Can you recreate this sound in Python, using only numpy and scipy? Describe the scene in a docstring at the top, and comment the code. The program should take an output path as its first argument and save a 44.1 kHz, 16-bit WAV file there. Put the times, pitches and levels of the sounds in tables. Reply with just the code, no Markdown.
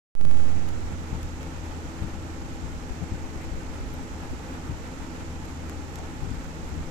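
"""A ceiling fan hums and swishes in a small workshop, heard from a phone held over an embroidery frame.
Motor and blades give wavering tones over a bed of stirred air, and the draught puffs on the mic ports.
A hooked needle ticks through taut fabric and sequins; a hand thuds on the fabric and scuffs across it.
The mics wake just after the start; the right one crackles as its bias settles, and keeps hissing."""
import sys
import numpy as np
from scipy import signal
from scipy.fft import rfft, irfft
from scipy.io import wavfile

SR = 44100
rng = np.random.default_rng(int(sys.argv[2]) if len(sys.argv) > 2 else 0)


def put_to_file(sound):
    """Save the sound as 16-bit audio at rate SR, in the file named by the first command-line argument."""
    columns = np.atleast_2d(sound).T  # one column per channel
    safe = np.clip(columns, -1, 1)
    whole_steps = np.round(safe * 32767)
    wavfile.write(sys.argv[1], SR, whole_steps.astype(np.int16))


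N = 304290
T = np.arange(N) / SR
FREQ = np.maximum(np.arange(N // 2 + 1) * SR / N, 1)
WAKE_S = 0.152  # the mics come on

# tones of the fan and its motor, plus a strongly wavering tone near 260 Hz: pitch_hz, level_db, pan_db (always
# left minus right), waver_depth
FAN_TONES = [(61.5, -55.5, -4, 0.75), (81.77, -43, 2.5, 0.39), (163.8, -52, 0, 0.7), (174, -59, 8, 0.7),
             (200.5, -58, -3, 0.37), (245.3, -50, -3, 0.38), (259.7, -55.5, -1, 1.05),
             (325.7, -53.5, -6.5, 0.58)]
# level ride on the top hum tone as the phone moves about: time_s, lift_db
TOP_TONE_RIDE = [(0.2, 2), (1.7, -4), (2.1, 5.5), (2.6, 2.5), (3.6, 2.5), (4.9, -2.5), (6, 2.5), (6.25, -5)]
# spectrum of the air stirred by the blades: freq_hz, density_db
AIR_SPECTRUM = [(20, -61.5), (60, -60), (130, -65), (210, -68), (370, -71), (600, -76.5), (1100, -79),
                (1700, -82.5), (2200, -83), (3000, -90.5), (5000, -99.5), (8000, -101), (10000, -106),
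                (14500, -108)]
# resonances of the room and the fan housing: centre_hz, width_hz, lift_db
RESONANCES = [(146, 8.8, 2.5), (210, 12, -0.5), (264.3, 11.7, 5), (277.5, 16, 5.5), (318.4, 34, 4.5),
              (450, 30, 2.5), (526, 16, 3), (807, 60, 3.5), (846, 37, 4), (909, 53, 4), (1396, 234, 3.5),
              (11500, 2300, 2)]
# how alike the air sounds at the two ports: freq_hz, correlation
AIR_LIKENESS = [(40, 0.074), (130, 0.8), (290, 0.91), (640, 0.61), (1400, -0.2), (3000, 0.1)]
# stereo lean of the air: freq_hz, pan_db
AIR_PAN = [(40, 1.5), (130, -1), (250, 2), (700, 0), (1300, -2), (2400, 0), (6000, 0.5)]
# strongest puffs of draught on the ports: centre_s, level_db, half_length_s, pitch_hz, pan_db
DRAUGHT_PUFFS = [(.267, -29.5, 0.027, 95, 7), (.57, -40.5, 0.021, 135, -17.5),
                 (.93, -39, 0.022, 100.2, -16), (1.18, -38, 0.0082, 70.5, 16),
                 (1.25, -37, 0.017, 40.3, -17), (2.636, -36.5, 0.014, 85, 18), (2.675, -38, 0.014, 42, 16),
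                 (2.914, -34, 0.0097, 48, 18), (3.029, -32, 0.0093, 95, 16.5), (3.535, -35.5, .016, 42, 21),
                 (3.855, -34, 0.029, 42, -9), (4.335, -36.5, .012, 85, 8), (4.707, -34, 0.016, 90, 14),
                 (6.245, -37.5, 0.019, 56, 21), (6.75, -36, 0.024, 76, 15), (6.805, -30, 0.013, 42, -3)]
# self-noise of the right mic: freq_hz, density_db
MIC_HISS = [(500, -82), (3000, -87.5), (4800, -88.5), (6200, -86.5), (7200, -85.5), (8000, -89.5),
            (8400, -99.5), (10000, -100), (12000, -106), (14500, -110)]
# bias jumps of the waking right mic: start_s, jump_size (full scale is 1)
BIAS_JUMPS = [(0.152, -0.057), (0.2121, 0.089), (0.2518, 0.12), (0.3125, 0.096), (0.3724, 0.067)]
# needle ticks and thread pulls: centre_s, level_db, half_length_s, tilt_db_per_octave, bite_db, pan_db
NEEDLE_TICKS = [(0.689, -40.5, 0.0012, -3, 3, -6), (1.231, -40.5, 0.0012, -2, 6, -2),
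                (1.4313, -42, 0.0023, -6, 0, 0), (3.417, -52, 0.004, -3, 0, 2),
                (3.4395, -54, 0.005, 9, 0, 0), (3.9405, -42, 0.004, 18, 0, 4),
                (5.454, -50, 0.002, -0.5, 0, 0), (5.697, -34, 0.0008, -4.5, 0, 0),
                (5.958, -37.5, 0.0013, -3, 6, -1), (5.988, -44, 0.002, -8, 0, -3),
                (6.445, -46, 0.0016, -3.5, 4, -2), (6.692, -45, 0.002, -6, 0, 5)]
# tick colour, from the knock of the fabric to the ring of needle and sequin: freq_hz, gain_db
TICK_EQ = [(900, 2), (2300, -3), (3800, -7), (5700, -4), (6900, 3.5), (8200, -2), (10500, -5.5),
           (12300, 0.5), (14500, -1.5)]
# bumps of the hand on the fabric: start_s, level_db, push_s, pan_db
HAND_BUMPS = [(1.128, -18, 0.0042, 11), (2.021, -19, 0.002, 14), (3.12, -23.5, 0.0022, 18.5),
              (6.274, -27, 0.0012, 19), (6.313, -24.5, 0.0027, 20)]
# modes of the fabric stretched on its frame: pitch_hz, level_db, t60_s
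FABRIC_MODES = [(43, -4, 0.12), (71, 1, 0.15), (100, 2, 0.13), (143, 0, 0.13), (188, -2.5, 0.13)]
# scuffs of hand and thread on the fabric: centre_s, level_db, half_length_s, pitch_hz, pan_db
FABRIC_SCUFFS = [(3.15, -57.5, 0.11, 2050, 0), (3.425, -52, 0.016, 2200, 7), (3.58, -58, 0.07, 2200, 0),
                 (4.21, -52, 0.089, 860, -2), (4.335, -34.5, 0.009, 256, -2), (5.695, -54, 0.019, 1870, 2),
                 (5.987, -51, 0.004, 6960, -6), (5.997, -46, 0.02, 720, 2)]


def undb(db):
    """Decibels to gain."""
    return 10 ** (np.asarray(db) / 20)


def over_freq(rows):
    """A smooth EQ curve: (freq_hz, value) rows joined on a log-frequency axis."""
    hz, value = np.transpose(rows)
    return np.interp(np.log(FREQ), np.log(hz), value)


def pan(db):
    """Left and right gains; positive db leans left."""
    return undb(np.array([[1], [-1]]) * db / 2)


def unit(x):
    """Scale to rms 1."""
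    return x / np.sqrt(np.mean(np.abs(x) ** 2))


def noise(db):
    """Noise with a given density in dB per Hz."""
    return irfft(rfft(rng.standard_normal(N)) * undb(db) * np.sqrt(SR / 2), N)


def wander(rate_hz):
    """A smooth random modulator of rms 1 that moves about rate_hz times a second."""
    return unit(irfft(rfft(rng.standard_normal(N)) / (1 + (FREQ / rate_hz) ** 2) ** 2, N))


def bursts(rows, spread):
    """Short swells of pitched noise, partly shared by the ports; spread is the band's log half width."""
    out = np.zeros((2, N))
    for centre_s, db, half_length_s, hz, pan_db in rows:
        near = np.abs(T - centre_s) < .15
        envelope = np.exp(-((T[near] - centre_s) / half_length_s) ** 2 / 2)
        band = signal.butter(2, hz * np.exp([-spread, spread]), "band", fs=SR, output="sos")
        pressure = rng.standard_normal(SR // 2) + rng.standard_normal((2, SR // 2))
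        burst = envelope * signal.sosfilt(band, pressure)[:, -len(envelope):]
        burst *= np.sqrt(np.sum(envelope ** 2) / np.sum(burst ** 2, axis=1, keepdims=True))
        out[:, near] += undb(db) * pan(pan_db) * burst
    return out


def fan_hum(waver_hz=4, width=0.48, drift=0.0019, deep_below_hz=120, top_above_hz=295):
    """Motor and blade tones drift with the fan's speed; moving air makes each one waver."""
    # the phone starts in a standing wave that lifts the deep tones, then moves out of it
    deep_lift = undb(np.interp(T, [2.0, 2.4], [4, 0]))
    top_lift = undb(np.interp(T, *np.transpose(TOP_TONE_RIDE)))
    fan_time = np.cumsum(1 + drift * wander(rate_hz=1.1)) / SR
    out = 0
    for hz, db, pan_db, depth in FAN_TONES:
        shared = wander(waver_hz) + 1j * wander(waver_hz)  # complex: moves both level and phase
        per_port = np.array([wander(waver_hz) + 1j * wander(waver_hz) for _ in range(2)])
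        waver = 1 + depth * unit(shared + width * per_port)
        tone = waver * np.exp(2j * np.pi * (hz * fan_time + rng.random()))
        lift = deep_lift if hz < deep_below_hz else top_lift if hz > top_above_hz else 1
        out = out + undb(db) * pan(pan_db) * unit(tone.real) * lift
    return out


def reflections(t60_s=0.12, wet=0.35, low_cut_hz=400):
    """Walls and frame add a dense, short tail that ripples the spectrum at each port."""
    tail = unit(rfft(rng.standard_normal((2, N)) * undb(-60 * T / t60_s)))
    return unit(1 + wet * tail * FREQ / (FREQ + low_cut_hz))


def fan_air(blade_hz=19, beat_db=0.5, flutter_db=1.0, swell_db=0.61, crossover_hz=500):
    """Turbulence coloured by the room; its highs swish with each blade and flutter with the eddies."""
    room_db = sum(lift * np.exp(-2 * ((FREQ - hz) / width) ** 2) for hz, width, lift in RESONANCES)
    density_db = over_freq(AIR_SPECTRUM) + room_db
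    alike = over_freq(AIR_LIKENESS)
    mid, side = (noise(density_db + 10 * np.log10((1 + sign * alike) / 2)) for sign in (1, -1))
    spectrum = rfft(np.array([mid + side, mid - side])) * pan(over_freq(AIR_PAN)) * reflections()
    highs = FREQ ** 2 / (FREQ ** 2 + crossover_hz ** 2)
    blades = np.sin(2 * np.pi * blade_hz * T + 0.98 * wander(rate_hz=0.91))
    eddies_db = flutter_db * wander(rate_hz=45) + swell_db * wander(rate_hz=14)
    swish = undb(eddies_db - beat_db * blades)
    return irfft(spectrum * (1 - highs), N) + swish * irfft(spectrum * highs, N)


def draught(rumble_db=-42.5, cutoff_hz=48, gust_db=3.5, pan_db=4.0):
    """Eddies rumble on each port separately, more on the left, and now and then swell to a puff."""
    rolloff_db = -10 * np.log10(1 + (FREQ / cutoff_hz) ** 4)
    eddies = np.array([unit(noise(rolloff_db)) for _ in range(2)])
    gusts = undb(rumble_db + gust_db * wander(rate_hz=16))
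    return gusts * pan(pan_db) * eddies + bursts(DRAUGHT_PUFFS, spread=0.54)


def mic_hiss():
    """The steady self-noise of the right mic."""
    return noise(over_freq(MIC_HISS))


def mic_crackle(sag_depth=0.38, sag_s=0.14, leak_s=0.02):
    """The right mic's bias sags on waking and creeps back; each sudden jump in it is a crackle."""
    sag_age = np.maximum(T - WAKE_S, 0) / sag_s  # 1 at the bottom of the sag
    jumps = sum(size * (T >= s) * np.exp(-np.maximum(T - s, 0) / leak_s) for s, size in BIAS_JUMPS)
    return jumps - sag_depth * sag_age * np.exp(1 - sag_age)


def needle_ticks(rub_db=-23, rub_s=0.022, tilt_from_hz=2000, bite_hz=4700, bite_width_hz=1700):
    """The hook snaps through fabric or flicks a sequin: a dry, bright tick in a softer rub of thread."""
    out, size = np.zeros((2, N)), SR // 8
    hz = np.maximum(np.arange(size // 2 + 1) * SR / size, 1)
    colour_db = np.interp(hz, *np.transpose(TICK_EQ))
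    octaves = np.log2(np.maximum(hz / tilt_from_hz, 1))
    bite = np.exp(-((hz - bite_hz) / bite_width_hz) ** 2)
    for centre_s, db, half_length_s, tilt, bite_db, pan_db in NEEDLE_TICKS:
        near = int(centre_s * SR) - size // 2 + np.arange(size)
        offset_s = T[near] - centre_s
        snap = np.exp(-(offset_s / half_length_s) ** 2 / 2)
        rub = undb(rub_db) * np.exp(-np.abs(offset_s) / rub_s)
        eq = undb(colour_db + tilt * octaves + bite_db * bite)
        grain = unit(irfft(rfft(rng.standard_normal((2, size))) * eq, size))
        out[:, near] += undb(db) * pan(pan_db) * (snap + rub) * grain
    return out


def hand_thuds(detune=0.028, attack_s=0.0033):
    """Each bump rings the taut fabric like a damped drum; a longer push gives a duller thud."""
    out = np.zeros((2, N))
    hz, mode_db, t60_s = np.transpose(FABRIC_MODES)[:, :, None]
    for start_s, db, push_s, pan_db in HAND_BUMPS:
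        near = (T >= start_s) & (T < start_s + .3)
        age = T[near] - start_s
        pitch_hz = hz * (1 + detune * rng.standard_normal(hz.shape))
        weight = undb(mode_db) / (1 + (2 * hz * push_s) ** 2)
        modes = weight * undb(-60 * age / t60_s) * np.sin(2 * np.pi * pitch_hz * age)
        attack = 1 - np.exp(-age / attack_s)
        out[:, near] += undb(db) * pan(pan_db) * attack * modes.sum(axis=0) / np.linalg.norm(weight)
    return out


def fabric_scuffs():
    """Hand and thread brush the taut fabric in soft, narrow bands of noise."""
    return bursts(FABRIC_SCUFFS, spread=0.16)


def scene():
    """The fan and its draught as a stereo bed, with the needlework on top."""
    bed = fan_hum() + fan_air() + draught()
    return bed + hand_thuds() + fabric_scuffs() + needle_ticks()


def record(dry, wake_db=-17, fade_s=0.24, high_cut_hz=14450):
    """The mics fade up from silence, the right one adds hiss and crackle, and the top is cut steeply."""
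    right = np.array([[0], [1]])
    fade_in = np.interp(T, [WAKE_S, WAKE_S + fade_s], [undb(wake_db), 1], left=0)
    sound = (dry + right * mic_hiss()) * fade_in + right * mic_crackle()
    high_cut = signal.ellip(10, .2, 70, high_cut_hz, fs=SR, output="sos")
    return signal.sosfilt(high_cut, sound)


dry = scene()
out = record(dry)
put_to_file(out)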